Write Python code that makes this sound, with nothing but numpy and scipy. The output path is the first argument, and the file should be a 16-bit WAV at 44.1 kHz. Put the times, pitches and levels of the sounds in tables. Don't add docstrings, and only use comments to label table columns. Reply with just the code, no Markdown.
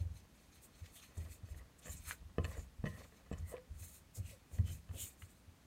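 import sys
import numpy as np
from scipy import signal
from scipy.fft import rfft, irfft, next_fast_len
from scipy.io import wavfile
from scipy.ndimage import map_coordinates

SR = 44100
rng = np.random.default_rng(int(sys.argv[2]) if len(sys.argv) > 2 else 0)


def put_to_file(sound):
    columns = np.atleast_2d(sound).T
    safe = np.clip(columns, -1, 1)
    whole_steps = np.round(safe * 32767)
    wavfile.write(sys.argv[1], SR, whole_steps.astype(np.int16))


N = 249606

# f/Hz, level/dB
ROOM_SPECTRUM = [(20, -27), (40, -6.5), (65, 1), (100, -7), (160, -7), (240, -9.5), (400, -18), (800, -21),
                 (1600, -24), (3000, -27.5), (8000, -32.5), (15500, -37.5)]
TABLE_SPECTRUM = [(20, -60), (40, -10), (60, -15), (88, 5), (120, -5), (155, 4), (250, -14.5), (400, -25.5),
                  (900, -52.5)]
SQUASH_SPECTRUM = [(100, 0.5), (180, -3), (290, 1), (400, -4), (520, -1.5), (700, -7.5), (1100, -24),
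                   (2000, -21), (4000, -68)]
RUB_SPECTRUM = [(200, -6.5), (450, 2), (1100, 7), (1900, 1), (2600, -0.5), (4300, 5.5)]
SMEAR_SPECTRUM = [(500, -38), (1000, -20.5), (1700, -7.5), (2400, -0.5), (3300, -4), (4400, -1.5),
                  (4900, -12.5), (6500, -2.5), (10000, -44)]
HISS_SPECTRUM = [(2000, -29), (5000, -17), (6000, -15.5), (6500, -6), (7300, -2), (8900, -1.5), (10300, -9),
                 (11200, -7), (13000, -9), (15800, -10.5)]
# f/Hz, T60/s
ROOM_DECAY = [(100, 0.48), (500, 0.2), (2000, 0.083), (10000, 0.11)]
# f/Hz, level/dB, T60/s
BOWL_MODES = [(191, -1.5, 0.089), (252, -11, 0.055), (320, -13, 0.04), (469, -1, 0.046), (546, -5.5, 0.042),
              (634, -4, 0.039), (742, -15.5, 0.038), (1039, -16, 0.14), (1131, -14.5, 0.08),
              (1246, -11.5, 0.052), (1786, -16, 0.075), (1747, -3, 0.018), (1932, -3, 0.026),
              (1930, -5.5, 0.039), (2590, -7, 0.022), (2985, -12.5, 0.033), (3470, -18, 0.021),
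              (4340, -18.5, 0.018)]
# t/s, level/dB, f/Hz, loss per rebound/dB
BOWL_PUSHES = [(0.017, -31, 83.4, 3.5), (0.828, -43.5, 78.4, 22), (1.186, -37, 83, 20),
               (1.211, -40, 76.6, 3), (1.441, -42.5, 91.5, 20), (1.522, -40, 66.5, 4.5),
               (1.905, -40, 69, 10), (1.948, -47, 130, 16), (2.006, -45, 60.7, 21), (2.082, -44, 69, 21),
               (2.222, -46, 61, 20), (2.266, -47.5, 71.6, 20), (2.402, -30.5, 79.6, 3),
               (2.593, -36.5, 66, 25), (2.804, -40.5, 62, 21), (2.844, -40, 126, 20),
               (2.902, -43.5, 94, 1.5), (3.338, -37.5, 69, 23), (3.406, -37.5, 68, 16),
               (3.438, -36.5, 72, 15), (3.719, -40, 67.4, 5.5), (3.824, -42, 76.6, 19),
               (4.187, -42, 99, 25), (4.206, -36, 88, 6.5), (4.545, -41.5, 68.4, 18),
               (4.602, -23.5, 92, 8.5), (4.705, -35, 78.6, 8.5), (4.909, -38.5, 83, 6),
               (5.037, -46, 85, 16), (5.237, -47, 84.5, 15), (5.487, -51, 85, 20)]
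# t/s, level/dB, T60/s
DOUGH_SQUASHES = [(0, -64, .5), (1.18, -62, 0.7), (1.54, -66.5, 0.54), (2.578, -55, 0.1), (2.99, -62, .35),
                  (4.178, -59, 0.26), (4.535, -61.5, .5), (4.6, -62.5, .3), (4.705, -64, 0.18),
                  (4.94, -57, 0.45)]
# t/s, level/dB, half length/s, f/Hz, half width/octaves
SQUISHES_AND_RUBS = [(0.863, -62.5, 0.0051, 2890, 1), (0.981, -67.5, 0.02, 3370, 0.13),
                     (1.038, -67.5, .014, 2580, .15), (1.217, -70, 0.012, 2010, 0.17),
                     (1.596, -69, 0.0083, 1990, 0.087), (1.179, -59.5, 0.0058, 7550, 0.32),
                     (1.794, -63.5, 0.0061, 7850, 0.38), (1.863, -61, 0.017, 7100, 0.12),
                     (1.913, -52.5, 0.015, 7130, 0.045), (1.976, -57.5, 0.012, 7460, 0.26),
                     (2.099, -58, 0.028, 1600, 0.6), (2.447, -57.5, 0.0053, 7440, 0.059),
                     (2.523, -67, 0.031, 1940, 0.07), (2.598, -64, 0.024, 7000, 0.077),
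                     (2.869, -60.5, 0.0027, 6200, .07), (3.33, -65.5, 0.0083, 7600, 0.06),
                     (3.387, -61.5, 0.004, 6740, 0.24), (3.484, -64.5, 0.023, 2010, 0.054),
                     (2.942, -64.5, 0.041, 1870, 0.07), (4.154, -57, 0.004, 7460, 0.31),
                     (4.173, -57, 0.012, 7040, 0.44), (4.272, -70, 0.034, 2740, 0.14),
                     (4.545, -66, 0.013, 6940, 0.13), (4.692, -63.5, 0.025, 3070, 0.05),
                     (5.009, -57.5, 0.036, 3050, 0.3)]
# t/s, level/dB, f/Hz, cycles per 20 dB of decay
POPS_AND_TAPS = [(1.545, -51, 1870, 7.2), (2.1099, -24.5, 1720, 2.1), (3.567, -43, 2380, 3.6),
                 (4.912, -44, 1180, 0.86), (5.22, -47, 2040, 10.4), (5.2223, -47, 2900, 9.8),
                 (5.222, -45.5, 1320, 2)]
# t/s, f/Hz, level/dB
SQUEAK_PATHS = [
    [(3.50, 518.6, -77), (3.522, 547, -54), (3.533, 658, -45.5), (3.537, 555, -61), (3.541, 486, -36),
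     (3.55, 509, -46.5), (3.567, 512, -50.5), (3.595, 500, -56), (3.63, 505, -81)],
    [(4.32, 595, -78), (4.333, 558, -59), (4.353, 506, -61.5), (4.375, 505, -78)],
]
# t/s, level/dB, tilt/(dB per octave), contacts, gap/s
BLADE_KNOCKS = [(1.168, -58.5, 1, 1, 0), (1.857, -49.5, 2, 4, 0.012), (2.383, -29, -1.7, 1, 0),
                (2.4444, -44, 5, 2, 0.0059), (2.8399, -31.5, -7.5, 1, 0), (2.8557, -42, 1, 4, .0056),
                (2.942, -57, -4, 1, 0), (3.123, -56.5, -1, 1, 0), (3.314, -35, -6.5, 1, 0),
                (3.328, -50.5, 4, 2, .006), (4.514, -57.5, 0.5, 1, 0), (4.586, -49.5, -0.5, 1, 0),
                (4.891, -54, 1, 1, 0.005)]
# t/s, half length/s, level/dB
BLADE_DRAGS = [(1.1, 0.27, -72.5), (1.575, 0.049, -65.5), (1.885, 0.036, -64), (2.455, 0.039, -55.5),
               (2.56, 0.037, -60.5), (2.877, 0.012, -52.5), (2.97, 0.061, -62), (3.18, 0.037, -72),
               (3.342, 0.038, -61.5), (3.515, 0.039, -62)]
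# t/s, half length/s, hiss level/dB, smear level/dB
BLADE_STROKES = [(0.01, 0.016, -69.5, -69.5), (0.169, .026, -71, -73), (0.424, .07, -78.5, -77),
                 (0.558, 0.027, -71, -71), (0.642, 0.012, -61, -73), (0.842, 0.077, -71.5, -71),
                 (0.966, 0.016, -60, -62), (1.042, .024, -64.5, -64), (1.21, 0.056, -69.5, -71.5),
                 (1.331, 0.022, -61.5, -68.5), (1.5, 0.027, -71, -70.5), (1.578, 0.01, -63.5, -74),
                 (1.873, 0.03, -64, -64), (1.917, 0.028, -57, -63.5), (2.013, 0.044, -67, -73),
                 (2.095, 0.025, -50.5, -55), (2.518, 0.039, -64, -68), (2.595, 0.035, -67.5, -69.5),
                 (2.885, 0.032, -69, -70), (3.005, 0.047, -68.5, -71), (3.172, 0.016, -76.5, -71.5),
                 (3.392, 0.019, -75, -73), (3.499, 0.021, -60.5, -77), (3.848, 0.042, -58, -66),
                 (3.952, 0.022, -61, -69), (4.173, 0.014, -57.5, -69), (4.298, 0.031, -60, -63.5),
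                 (4.558, 0.025, -62.5, -69.5), (4.685, 0.024, -63, -63.5), (4.725, 0.023, -55.5, -63.5),
                 (5.022, 0.035, -47, -62), (5.223, 0.024, -66, -75.5), (5.306, 0.039, -71, -79)]


def amp(db):
    return 10 ** (np.asarray(db) / 20)


def unit(x):
    return x / np.sqrt(np.mean(x ** 2) + 1e-20)


def along(points, hz):
    f, v = np.transpose(points)
    return np.interp(np.log(hz + 1), np.log(f), v)


def curves(rows):
    s, *cols = np.transpose(rows)
    return [np.interp(np.arange(N) / SR, s, c) for c in cols]


def wobble(rate):
    return map_coordinates(rng.standard_normal(int(N * rate / SR) + 4), [np.arange(N) * rate / SR])


def filtered(x, response):
    m = next_fast_len(len(x) + 8192)
    return irfft(rfft(x, m) * response(np.fft.rfftfreq(m, 1 / SR)), m)[:len(x)]


def band(x, centre_hz, octaves, order):
    return unit(filtered(x, lambda hz: 1 / (1 + (np.log2((hz + 1) / centre_hz) / octaves) ** order)))


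def add(track, s, sound):
    start = round(s * SR)
    part = sound[max(-start, 0):max(N - start, 0)]
    track[max(start, 0):][:len(part)] += part


def swells(events, idle_db, shape=1.53, lean=0.071):
    t, power = np.arange(0, N, 32) / SR, 0
    for s, half, db in events:
        width = half * (1 + lean * np.sign(t - s))
        power += amp(db) ** 2 * np.exp(-np.abs((t - s) / width) ** shape)
    return np.interp(np.arange(N) / SR, t, np.sqrt(power + amp(idle_db) ** 2))


def surges(events, rise_s):
    t, power = np.arange(0, N, 32) / SR, 0
    for s, db, t60 in events:
        rise = np.exp(-(np.minimum(t - s, 0) / rise_s) ** 2)
        power += rise * amp(db - 60 * np.maximum(t - s, 0) / t60) ** 2
    return np.interp(np.arange(N) / SR, t, np.sqrt(power))


def noise(spectrum):
    return unit(filtered(rng.standard_normal(N), lambda hz: amp(along(spectrum, hz))))


def friction(spectrum, rate, grain_db):
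    slips = (rng.random(N) < rate / SR) * rng.standard_normal(N)
    force = rng.standard_normal(N) + amp(grain_db) * unit(slips)
    return unit(filtered(force, lambda hz: amp(along(spectrum, hz))))


def reverberation(x):
    hz, t, spectra = signal.stft(rng.standard_normal(SR // 2), SR, nperseg=256)
    decay = amp(-60 * t / along(ROOM_DECAY, hz)[:, None])
    tail = signal.istft(spectra * decay, SR, nperseg=256)[1]
    delayed = np.pad(tail / np.linalg.norm(tail), (SR // 200, 0))
    return signal.fftconvolve(x, delayed)[:N]


def table_rumble(t60=0.62):
    shake = surges([(s, db, t60) for s, db, _, _ in BOWL_PUSHES], rise_s=0.017)
    return shake * noise(TABLE_SPECTRUM)


def squashing(idle_db=-86.5):
    squeeze = np.hypot(surges(DOUGH_SQUASHES, rise_s=0.0096), amp(idle_db))
    return squeeze * amp(0.88 * wobble(40)) * friction(SQUASH_SPECTRUM, rate=110, grain_db=-6.5)


def squishes_and_rubs(grain_db=-3):
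    track, t = np.zeros(N), np.arange(-SR // 8, SR // 8) / SR
    for s, db, half, hz, octaves in SQUISHES_AND_RUBS:
        grainy = rng.standard_normal(len(t)) + amp(grain_db) * unit(rng.standard_normal(len(t)) ** 3)
        envelope = amp(db) * np.exp(-.5 * (t / half) ** 2)
        add(track, s + t[0], envelope * band(grainy, hz, octaves, order=2))
    return track


def smacks(smear, rub, rate=70, pitch_hz=2000, spread=0.29, cycles=4):
    effort = np.hypot(rub, amp(5) * smear)
    when, pitch, strength = rng.random((int(rate * N / SR), 3)).T[:, :, None]
    t = np.arange(SR // 100) / SR
    start = (when * (N - len(t))).astype(int)
    hz = pitch_hz * np.exp(spread * (4 * pitch - 2))
    gain = effort[start] * amp(6 + 3.9 * strength ** 2)
    envelope = amp(-20 * t * hz / cycles) * (1 - np.exp(-t * hz))
    pops = gain * envelope * np.sin(2 * np.pi * hz * t)
    return np.bincount((start + np.arange(len(t))).ravel(), pops.ravel(), N)


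def pops_and_taps(echo_db=-22, echo_t60=0.041):
    track, t = np.zeros(N), np.arange(SR // 16) / SR
    for s, db, hz, cycles in POPS_AND_TAPS:
        ring = np.sin(2 * np.pi * hz * t) * amp(-20 * t * hz / cycles)
        echo = band(rng.standard_normal(len(t)), hz, octaves=.7, order=4)
        echo *= amp(echo_db - 60 * t / echo_t60)
        onset = 1 - np.exp(-3 * t * hz / cycles)
        add(track, s, amp(db + 6) * (ring + echo) * onset)
    return track


def squeaks(overtone_db=-20, jitter=.008):
    track, t = np.zeros(N), np.arange(N) / SR
    for path in SQUEAK_PATHS:
        hz, db = curves(path)
        phase = 2 * np.pi * np.cumsum(hz * (1 + jitter * wobble(200))) / SR
        tone = np.sin(phase) + amp(overtone_db) * np.sin(2 * phase)
        sounding = (t > path[0][0]) & (t < path[-1][0])
        track += sounding * amp(db + 0.9 * wobble(150)) * tone
    return track


def thuds(cycles=0.63, lopsided=0.084, rebound_s=.048, settle_db=0.5):
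    track, t = np.zeros(N), np.arange(-SR // 20, SR // 20) / SR
    for s, db, hz, loss_db in BOWL_PUSHES:
        envelope = np.exp(-.5 * (t * hz / cycles) ** 2)
        for k in range(4):
            phase = 2 * np.pi * hz * t + rng.normal(0, 0.51)
            swing = lopsided * np.cos(2 * phase) - np.cos(phase)
            gain = amp(db - k * loss_db - settle_db * k * (k + 2.5))
            add(track, s + k * rebound_s + t[0], gain * envelope * swing)
    return track


def knocks(crack_db=7.5, crack_t60=0.013, crack_hz=1800, thump_hz=149, thump_t60=.06, attack_s=0.00056):
    track, t = np.zeros(N), np.arange(SR // 4) / SR
    hz, level, t60 = np.transpose(BOWL_MODES)[:, :, None]
    thump = amp(1 - 60 * t / thump_t60) * np.sin(2 * np.pi * thump_hz * t)
    onset = 1 - np.exp(-t / attack_s)
    for s, db, db_per_octave, contacts, gap in BLADE_KNOCKS:
        tilt = lambda f: amp(db_per_octave * np.log2(np.maximum(f, 500) / 500))
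        for k in range(round(contacts)):
            gains = amp(level + 2 * rng.standard_normal(hz.shape)) * tilt(hz)
            signs = rng.choice([-1, 1], hz.shape)
            ring = np.sum(signs * gains * amp(-60 * t / t60) * np.sin(2 * np.pi * hz * t), 0)
            crack = filtered(rng.standard_normal(len(t)), lambda f: tilt(f) / (1 + (f / crack_hz) ** 2))
            crack *= amp(crack_db - 60 * t / crack_t60)
            add(track, s + k * gap, amp(db - 4) * (ring + thump + crack) * onset)
    return track


def bowl_response(hz):
    power = 0
    for centre, db, t60 in BOWL_MODES:
        bandwidth = np.log(1000) / np.pi / t60
        power += amp(db) ** 2 / ((hz - centre) ** 2 + (bandwidth / 2) ** 2)
    return np.sqrt(power)


def judder(rub):
    pressure = rub * amp(4.4 * wobble(60))
    force = friction(RUB_SPECTRUM, rate=180, grain_db=-0.5)
    return pressure * unit(filtered(force, bowl_response))


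def hollow(x, t60, echo_db, drift, patterns=7):
    t = np.arange(SR // 20) / SR
    weights = np.exp([2 * wobble(drift) for _ in range(patterns)])
    weights /= np.linalg.norm(weights, axis=0)
    responses = rng.standard_normal((patterns, len(t))) * amp(-60 * t / t60)
    responses /= np.linalg.norm(responses, axis=1, keepdims=True)
    echoes = signal.oaconvolve(x[None], responses, axes=1)[:, :N]
    return unit(x + amp(echo_db) * np.sum(weights * echoes, 0))


def scraping(slide, smear):
    hiss_gain = slide * amp(2.0 * wobble(45))
    slips = friction(HISS_SPECTRUM, rate=1200, grain_db=-4.5)
    hiss = hiss_gain * hollow(slips, t60=0.029, echo_db=-1, drift=9)
    tear_gain = smear * amp(2.9 * wobble(70))
    tears = friction(SMEAR_SPECTRUM, rate=400, grain_db=-11)
    return hiss + tear_gain * hollow(tears, t60=0.024, echo_db=-0.5, drift=14)


def gestures(stroke_rub_db=-13):
    slide = swells([(s, half, db) for s, half, db, _ in BLADE_STROKES], idle_db=-87)
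    smear = swells([(s, half, db) for s, half, _, db in BLADE_STROKES], idle_db=-86)
    rub = np.hypot(swells(BLADE_DRAGS, idle_db=-84), amp(stroke_rub_db) * smear)
    return slide, smear, rub


def scene():
    slide, smear, rub = gestures()
    contacts = knocks() + pops_and_taps() + smacks(smear, rub) + squeaks() + squishes_and_rubs()
    rocking = thuds()
    room = reverberation(amp(-12.5) * contacts + amp(-11) * rocking)
    blade = amp(0.6) * scraping(slide, smear) + amp(-2) * judder(rub)
    pressing = amp(1) * squashing() + amp(-23) * table_rumble()
    background = amp(-65.5) * noise(ROOM_SPECTRUM)
    return (background + room + pressing + rocking + contacts + blade)[None]


def record(dry, top_hz=15830):
    return filtered(dry[0], lambda hz: hz < top_hz)[None]


dry = scene()
out = record(dry)
put_to_file(out)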